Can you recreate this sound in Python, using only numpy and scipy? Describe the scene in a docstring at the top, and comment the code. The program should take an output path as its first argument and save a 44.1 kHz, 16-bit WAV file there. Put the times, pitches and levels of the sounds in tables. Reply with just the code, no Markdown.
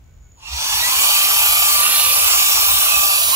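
"""A small hand-held battery blower is switched on outdoors and blows over the ground.
Its fan runs up to speed: air rushes through the nozzle, and the spinning shaft and blades add
rising tones that then hold their pitch. Light wind rumbles on the stereo microphone. An insect
buzzes over a quiet outdoor hush and a faint far-off whine until the fan covers them."""
import sys
import numpy as np
from scipy import signal
from scipy.io import wavfile
from scipy.ndimage import uniform_filter1d

SR = 44100
rng = np.random.default_rng(int(sys.argv[2]) if len(sys.argv) > 2 else 0)


def transcribe(u):
    """Save the signal u as a 16-bit wav file named by the first command-line argument.

    u: samples, shape (n,) or (channels, n), limited to [-1, 1]; the rate is SR.
    q: integer samples, one column per channel.
    """
    v = np.clip(np.atleast_2d(u).T, -1, 1)
    q = np.round(v * 32767).astype(np.int16)
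    wavfile.write(sys.argv[1], SR, q)


N = 147735
TIMES = np.arange(N) / SR

# Relative strength of the airflow: time_s, level_db, extra_treble_db, extra_bass_db, left_over_right_db
AIRFLOW = [(.35, -73, -8, 2, 0), (.385, -53.5, -10, 9, 0), (.42, -41.5, -15, 0, 1), (.47, -32, -13, -4, -4),
           (.54, -24, -9.5, -4, -1), (.62, -18.5, -8.5, -3, 0), (.72, -16.5, -4.5, -1.5, 0.5),
           (.85, -15, -3, -0.5, 1), (1.05, -13.5, -0.5, -0.5, 1), (1.2, -13.5, -1, -1.5, 1.5),
           (1.5, -14, 1, 0.5, 0), (1.7, -13, -0.5, -1, 0), (1.9, -13.5, -1, 1.5, 0), (2.1, -14, 0, -3, 0),
           (2.3, -13, -1.5, -0.5, -0.5), (2.5, -14, 0, 0.5, 0.5), (2.75, -14, 0, -0.5, 1),
           (3.0, -14.5, 0, -0.5, 0), (3.15, -14, -0.5, -1, 0), (3.35, -16, 2.5, 2.5, -2.5)]
# How late the sound reaches the left side as the hand moves the blower: time_s, lag_microseconds
LEFT_LAG = [(.35, 82), (.53, 150), (.72, 131), (1.28, 145), (1.56, 164), (1.66, 139), (1.83, 101),
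            (2.02, 60), (2.11, 81), (2.21, 109), (2.48, 139), (2.74, 127), (2.9, 130), (3.04, 142),
            (3.13, 167), (3.23, 190), (3.35, 212)]


def air_rush():
    """Swirling air hisses through the nozzle, growing louder and brighter as the fan speeds up."""
    # Tone colour of the rush: pitch_hz, left_db, right_db
    air_colour = [(80, -50, -50), (200, -28.7, -26.2), (300, -27.9, -26.1), (440, -27, -23.3),
                  (600, -17.5, -12.6), (800, -14.4, -9.1), (1000, -10.5, -6.9), (1150, -9.1, -4.8),
                  (1350, -14.9, -7.8), (1500, -16.3, -13.4), (1900, -17.7, -15.1), (2150, -15.0, -11.4),
                  (2400, -5.1, -3.7), (2700, -2.6, -0.7), (3100, -5.8, -4.1), (3600, -7.5, -4.8),
                  (4000, -9.5, -6.2), (4500, -8.3, -4.4), (5100, -10.4, -10.4), (5700, -7.6, -4.7),
                  (6350, -11.3, -11.1), (6800, -8.9, -8.8), (7300, -7.1, -6.8), (7900, -8.4, -12.0),
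                  (8300, -6.3, -12.4), (9000, -9.0, -8.2), (9450, -13.4, -13.1), (10000, -5.4, -4.5),
                  (10600, -6.3, -1.0), (11400, -9.4, -3.9), (12050, -5.3, 0.0), (12600, -10.4, -7.2),
                  (13500, -9.3, -7.0), (14200, -10.4, -9.5), (15000, -8.8, -9.3), (15650, -8.8, -11.7)]
    # How alike the two sides are: pitch_hz, likeness (0 to 1), extra_right_lead_radians
    stereo_match = [(200, .5, 0), (400, .65, .4), (650, .85, .7), (820, .65, .6), (1100, .85, .9),
                    (1500, .7, .75), (2200, .65, .5), (2800, .82, .3), (3600, .7, .1), (5000, .68, 0),
                    (6300, .5, -.2), (8000, .55, -.7), (10500, .58, .5), (13000, .48, 0), (15500, .45, -.4)]
    # Nozzle and ground resonances that swell or dip as the hand moves:
    # middle_s, half_length_s, pitch_hz, glide_hz_per_s, half_width_hz, left_db, right_db
    resonances = [(0.457, 0.25, 920, -2, 110, 10.5, 10.5), (1.098, 0.43, 890, -58, 90, 6.5, 7),
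                  (0.457, 0.066, 2730, 0, 80, 14, 15), (0.557, 0.072, 4500, 0, 110, 9, 9),
                  (1, 0.21, 4480, 0, 110, 2, 8.5), (0.623, 0.16, 5960, 0, 350, 10, 5),
                  (1, 0.084, 8300, 0, 300, 0, 8), (1.197, 0.27, 3120, -2, 100, 2, 8),
                  (1.51, 0.15, 2420, -900, 131, 6.5, 5), (1.505, 0.38, 1320, -100, 80, 1, 3.5),
                  (1.3, 0.36, 1800, -2, 90, -1, 1), (1.4, 0.22, 1640, 0, 80, 3, 1),
                  (1.6, 0.12, 5900, 0, 250, -1.5, -8), (1.685, 0.087, 3440, 0, 99, -4, -12),
                  (1.797, 0.13, 1900, 0, 120, 1, 1), (2.05, .2, 3800, 600, 300, -8, 2.5),
                  (2.096, 0.22, 800, 0, 80, 0, -1), (2.194, 0.088, 534, 1, 80, 12, 9),
                  (2.297, 0.11, 1530, 200, 80, 6, 4), (2.4, 0.2, 3040, -2, 90, 0, 2),
                  (2.452, .2, 7000, -1200, 200, 6.5, 8), (2.55, 0.16, 5450, 797, 295, 5, 4.5),
                  (2.75, .2, 1450, 0, 100, -3, 1.5), (3.073, 0.11, 740, 2, 70, 5, 8.5),
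                  (2.964, 0.13, 2574, 2, 44.6, -2, 10), (3.006, 0.17, 5820, 0, 60, 8, 9),
                  (3.15, 0.18, 2230, 0, 120, -3, -9), (.5, 0.16, 11300, 0, 1200, -5, -7),
                  (1.16, 0.034, 12500, 0, 150, 5, 7), (1, 0.36, 1730, 0, 150, 2, 5),
                  (1.5, 0.27, 12500, 0, 150, 2, -1), (2, 0.24, 10600, 0, 250, 2, 3),
                  (2, .25, 12700, 0, 150, 7, 4)]

    def gain(hz, t):
        level, treble, bass, pan = columns(AIRFLOW, t)
        colour = amp(columns(air_colour, hz[:, 0], log=True)[:, :, None])
        # Random patches of louder and softer hiss: left, right and shared.
        patches = rng.standard_normal((len(t), 3, len(hz))).transpose(1, 2, 0)
        patches = uniform_filter1d(patches, size=2, axis=1)
        patches = evened(uniform_filter1d(patches, size=20, axis=2))
        flicker = evened(uniform_filter1d(rng.standard_normal((len(t), len(hz))).T, size=120, axis=0))
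        boost_db = treble * np.clip(np.log2(hz / 6000 + 1e-3), 0, 1)
        boost_db += bass * np.clip(np.log2(2000 / (hz + 1)), 0, 1)
        for middle_s, half_s, pitch_hz, glide, width_hz, *sides_db in resonances:
            swell = np.exp(-((t - middle_s) / half_s) ** 2)
            off_pitch = (hz - pitch_hz - glide * (t - middle_s)) / width_hz
            boost_db = boost_db + np.multiply.outer(sides_db, swell / (1 + off_pitch ** 2))
        db = level + boost_db + 2.65 * patches[2] + 1.6 * patches[:2] + 0.89 * flicker
        db += np.array([.5, -.5])[:, None, None] * pan
        return amp(db) * (t > AIRFLOW[0][0]) * evened(colour)

    def lead(hz, t):
        lag_s = columns(LEFT_LAG, t)[0] * 1e-6
        return columns(stereo_match, hz, log=True)[1] + 2 * np.pi * hz * lag_s

    likeness = lambda hz: columns(stereo_match, hz, log=True)[0]
    return stereo_noise(gain, likeness, size=1024, lead=lead) * amp(-26)


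def fan_spin():
    """The fan runs up and holds: gives its speed and the count of turns as heard left and right."""
    # Speed of the fan shaft: time_s, turns_per_s
    run_up = [(.36, 480), (.69, 792), (.72, 836), (.745, 867), (.795, 926), (.865, 990.5), (.935, 1050),
              (1.004, 1118), (1.04, 1153), (1.074, 1168), (1.11, 1172.5), (1.2, 1176.3), (1.3, 1176.8),
              (1.5, 1176), (1.75, 1176.8), (1.9, 1176), (2, 1175.7), (2.1, 1175.1), (2.2, 1175.5),
              (2.45, 1174.6), (2.72, 1174.3), (2.82, 1176), (3.1, 1175.5), (3.2, 1174.5), (3.35, 1172)]
    speed = columns(run_up, TIMES)[0]
    right_ahead = np.outer([0, 1e-6], speed * columns(LEFT_LAG, TIMES)[0])
    return speed, np.cumsum(speed) / SR + right_ahead


def shaft_tone(turns):
    """The shaft whines with one wave per turn, wavering as the hand moves."""
    # Loudness of the whine: time_s, left_db, right_db
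    loudness = [(.6, -62, -58), (.7, -52, -48), (.8, -44, -38), (.9, -36, -32), (1, -32, -33),
                (1.2, -29, -33), (1.27, -31, -33), (1.38, -29, -33), (1.48, -30, -31), (1.62, -28, -24),
                (1.69, -27, -23), (1.76, -30, -25), (1.83, -28, -23), (1.97, -33, -27), (2.1, -31, -25),
                (2.18, -32, -28), (2.32, -29, -24), (2.46, -30, -25), (2.6, -32, -28), (2.8, -32, -25),
                (2.95, -33, -23), (3.09, -32, -23), (3.16, -33, -26), (3.35, -30, -30)]
    # How far the right side runs ahead, on top of the lag: time_s, lead_radians
    right_lead = [(1, .1), (1.5, .5), (1.8, 1.2), (2.3, 1.5), (3.35, 1.4)]
    fade_in_db = -120 * np.maximum(loudness[0][0] - TIMES, 0)
    db = columns(loudness, TIMES) + fade_in_db + drift(20, count=2)
    phase = 2 * np.pi * turns + np.outer([0, 1], columns(right_lead, TIMES)[0])
    return tone(db, phase)


def blade_tone(turns, blades=13):
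    """Each passing blade pushes the air once, making a very high, wavering whistle."""
    # The whistle at each side: time_s, left_db, right_db, right_lead_radians
    whistle = [(.6, -56, -60, -3), (.67, -48, -50, -3), (.7, -39, -31, -1.8), (.765, -42, -37, -1.3),
               (.81, -35, -30, 0), (.86, -41, -33, 0), (.92, -31, -29, .7), (.965, -37, -37, 1.2),
               (1.01, -31, -32, 1.4), (1.06, -34, -33, 2.3), (1.1, -25, -29, 2.8), (1.14, -26, -33, 2.6),
               (1.2, -23, -27, 2.6), (1.26, -30, -26, 1.6), (1.32, -24, -31, .9), (1.38, -19, -28, 1.6),
               (1.44, -21, -36, 1.4), (1.5, -22, -32, 3), (1.56, -27, -28, 3.3), (1.62, -22, -25, 2.8),
               (1.68, -21, -24, .8), (1.74, -23, -30, .4), (1.8, -22, -28, -1.4), (1.88, -28, -35, -3.4),
               (1.93, -26, -39, -6.3), (1.98, -22, -33, -6), (2.04, -25, -33, -5.1), (2.1, -19, -26, -4.3),
               (2.22, -22, -30, -1.5), (2.28, -19, -26, -.5), (2.36, -27, -29, 0), (2.46, -24, -26, 1.8),
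               (2.52, -22, -29, 1.1), (2.58, -29, -29, 1.3), (2.64, -21, -25, 1.3), (2.7, -19, -24, 0),
               (2.82, -24, -30, 0), (2.88, -19, -28, 1), (2.94, -21, -30, 2.2), (3.01, -19, -27, .4),
               (3.07, -21, -26, 1.5), (3.12, -24, -29, 3.9), (3.18, -25, -29, 5.9), (3.24, -36, -28, 7.4),
               (3.35, -28, -38, 8.2)]
    *sides_db, lead = columns(whistle, TIMES)
    phase = 2 * np.pi * blades * turns[0] + np.outer([0, 1], lead) + .3 * drift(30, count=2)
    db = np.array(sides_db) + 1.8 * drift(40, count=2)
    return tone(db, phase) * (TIMES > whistle[0][0])


def shaft_overtones(speed, turns):
    """Weaker tones at multiples of the shaft speed ring the casing as they sweep past its resonances."""
    # Overtones and their base levels: multiple, left_db, right_db
    overtones = [(2, -45, -44), (3, -53, -45), (4, -53, -48), (6, -41, -42), (7, -45, -58)]
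    # Casing resonances: pitch_hz, half_width_hz, left_boost_db, right_boost_db
    casing = [(1950, 85, 12, 12), (3800, 150, 19, 25), (6810, 90, 13, 15), (7960, 130, 15, 23)]
    airflow_db = 1.5 * (columns(AIRFLOW, TIMES)[0] - AIRFLOW[-1][1])
    out = np.zeros((2, N))
    for multiple, left_db, right_db in overtones:
        ring_db = sum(np.outer(boost_db, np.exp(-((multiple * speed - hz) / width) ** 2))
                      for hz, width, *boost_db in casing)
        db = np.array([[left_db], [right_db]]) + airflow_db + ring_db + 2.5 * drift(20, count=2)
        out += tone(db, 2 * np.pi * multiple * turns + 1.43 * drift(11, count=2))
    return out


def wind(thump_s=.545, thump_half_s=.026, thump_hz=65, thump_db=-28.5):
    """Gusts on the microphone make a low rumble, much alike on both sides, with one short thump."""
    # Tone colour of the rumble: pitch_hz, relative_db
    colour = [(15, -17), (30, -11), (42, -18), (52, -2), (64, 0), (80, -4), (100, -8), (150, -16),
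              (210, -30), (300, -40)]
    # Strength of the gusts: time_s, relative_db
    gusts = [(0.0, -48), (0.4, -51), (0.55, -43), (0.7, -45.5), (0.81, -43), (1.08, -53.5), (1.29, -52),
             (1.55, -41.5), (1.77, -48.5), (1.88, -51.5), (1.99, -51.5), (2.28, -45), (2.34, -47),
             (2.62, -48.5), (2.72, -40), (2.86, -46.5), (3.15, -49.5), (3.35, -49)]
    gain = lambda hz, t: amp(columns(colour, hz, log=True)[0]) * (hz < colour[-1][0])
    likeness = lambda hz: np.interp(hz, [90, 250], [.93, .45])
    rumble = evened(stereo_noise(gain, likeness, size=4096))
    rumble *= amp(columns(gusts, TIMES)[0] + 2 + 1.6 * drift(10, count=1))
    t = TIMES - thump_s
    thump = np.exp(-(t / thump_half_s) ** 2) * np.sin(2 * np.pi * thump_hz * t)
    return rumble + np.sqrt(2) * amp(thump_db) * thump


def insect(pitch_hz=6850, width_hz=150):
    """An insect's quickening clicks ring one high resonance until they merge into a buzz."""
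    # The first separate clicks: start_s, relative_db
    first_clicks = [(0.0184, -64), (0.0403, -53), (0.0588, -59), (0.0762, -53), (0.0932, -58),
                    (0.1101, -56), (0.1244, -57), (0.1386, -52), (0.1514, -59), (0.1634, -58),
                    (0.1755, -57), (0.187, -57), (0.2074, -57), (0.2598, -55), (0.318, -44)]
    # Loudness of the buzz: time_s, level_db
    buzz_level = [(0, -86), (.15, -78), (.22, -60.5), (.32, -61), (.45, -53), (.7, -58)]
    t = np.arange(600) / SR
    ring = np.exp(-np.pi * width_hz * t) * np.sin(2 * np.pi * pitch_hz * t)
    ring *= 1 - np.exp(-t / 0.0013)  # soft start
    snap = ring + .22 * np.exp(-t / .0006) * np.sin(2 * np.pi * 5600 * t)
    kicks = np.zeros(N)
    for start_s, db in first_clicks:
        kicks[round(start_s * SR)] = amp(db + 7)
    clicks = signal.oaconvolve(kicks, snap)[:N]
    buzz = evened(signal.oaconvolve(rng.standard_normal(N), ring)[:N])
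    buzz *= amp(columns(buzz_level, TIMES)[0])
    return (clicks + buzz) * amp([[-.8], [.8]])  # slightly to the right


def outdoor_hush(level_db=-59.5):
    """A quiet, steady wash of noise from all around."""
    # Tone colour of the hush: pitch_hz, relative_db
    colour = [(120, -33), (200, -10), (1360, -22), (1490, -24), (1630, -24), (2230, -24), (5160, -32),
              (6900, -26), (8920, -41), (15700, -31)]
    gain = lambda hz, t: amp(columns(colour, hz, log=True)[0]) * (hz > 200)
    return amp(level_db) * evened(stereo_noise(gain, likeness=lambda hz: 0.043, size=1024))


def far_whine():
    """A brief, faint whine far off, sounding at two and three times a base pitch that falls at the end."""
    # Course of the whine: time_s, base_pitch_hz, level_db
    course = [(0, 747, -86), (.1, 750, -68), (.2, 760, -81), (.26, 740, -67), (.33, 724, -80)]
    hz, db = columns(course, TIMES)
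    phase = 2 * np.pi * np.cumsum(hz) / SR
    return amp(db) * (TIMES < course[-1][0]) * (np.cos(2 * phase) + 0.8 * np.cos(3 * phase))


def amp(db):
    """Turns decibels into a volume factor."""
    return 10 ** (np.asarray(db) / 20)


def tone(db, phase):
    """A pure tone with an average (rms) level of db."""
    return np.sqrt(2) * amp(db) * np.cos(phase)


def evened(x):
    """Scales a signal to an average (rms) size of 1."""
    return x / np.sqrt(np.mean(x ** 2) + 1e-20)


def columns(table, at, log=False):
    """Reads a table at the given times or pitches, sliding smoothly between its rows."""
    x, *rest = np.transpose(table)
    if log:
        at, x = np.log(at + 1), np.log(x + 1)
    return np.array([np.interp(at, x, column) for column in rest])


def drift(rate_hz, count):
    """Slow random wobbles of average size 1, mixing waves from a tenth of rate_hz up to rate_hz."""
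    t = np.arange(0, N, 64) / SR
    hz = np.geomspace(rate_hz / 10, rate_hz, 24)[:, None]
    starts = rng.random((24, count)).T[:, :, None]
    wobbles = (np.sin(2 * np.pi * (hz * t + starts)) / np.sqrt(hz)).sum(axis=1)
    return np.array([np.interp(TIMES, t, evened(wobble)) for wobble in wobbles])


def stereo_noise(gain, likeness, size, lead=lambda hz, t: 0):
    """Two partly alike noises shaped by gain(hz, t); the right runs ahead by lead(hz, t) radians."""
    hop = size // 4
    hz = np.fft.rfftfreq(size, 1 / SR)[:, None]
    t = np.arange(N // hop + 5) * hop / SR
    a, b, c, d = rng.standard_normal((len(t), len(hz), 4)).T
    left, unrelated = a + 1j * b, c + 1j * d
    alike = np.clip(likeness(hz), 0, 1)
    right = (alike * left + np.sqrt(1 - alike ** 2) * unrelated) * np.exp(1j * lead(hz, t))
    spectra = np.array([left, right]) * gain(hz, t)
    return signal.istft(spectra, nperseg=size, noverlap=size - hop)[1][:, :N]


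def scene():
    """The blower and its surroundings, left and right."""
    speed, turns = fan_spin()
    blower = air_rush() + shaft_tone(turns) + blade_tone(turns) + shaft_overtones(speed, turns)
    return blower + wind() + outdoor_hush() + far_whine() + insect()


def record(dry, cutoff_hz=15745):
    """Cuts away the very highest treble."""
    low_pass = signal.firwin(1023, cutoff_hz, window=("kaiser", 9), fs=SR)
    return signal.oaconvolve(dry, low_pass[None], "same")


dry = scene()
out = record(dry)
transcribe(out)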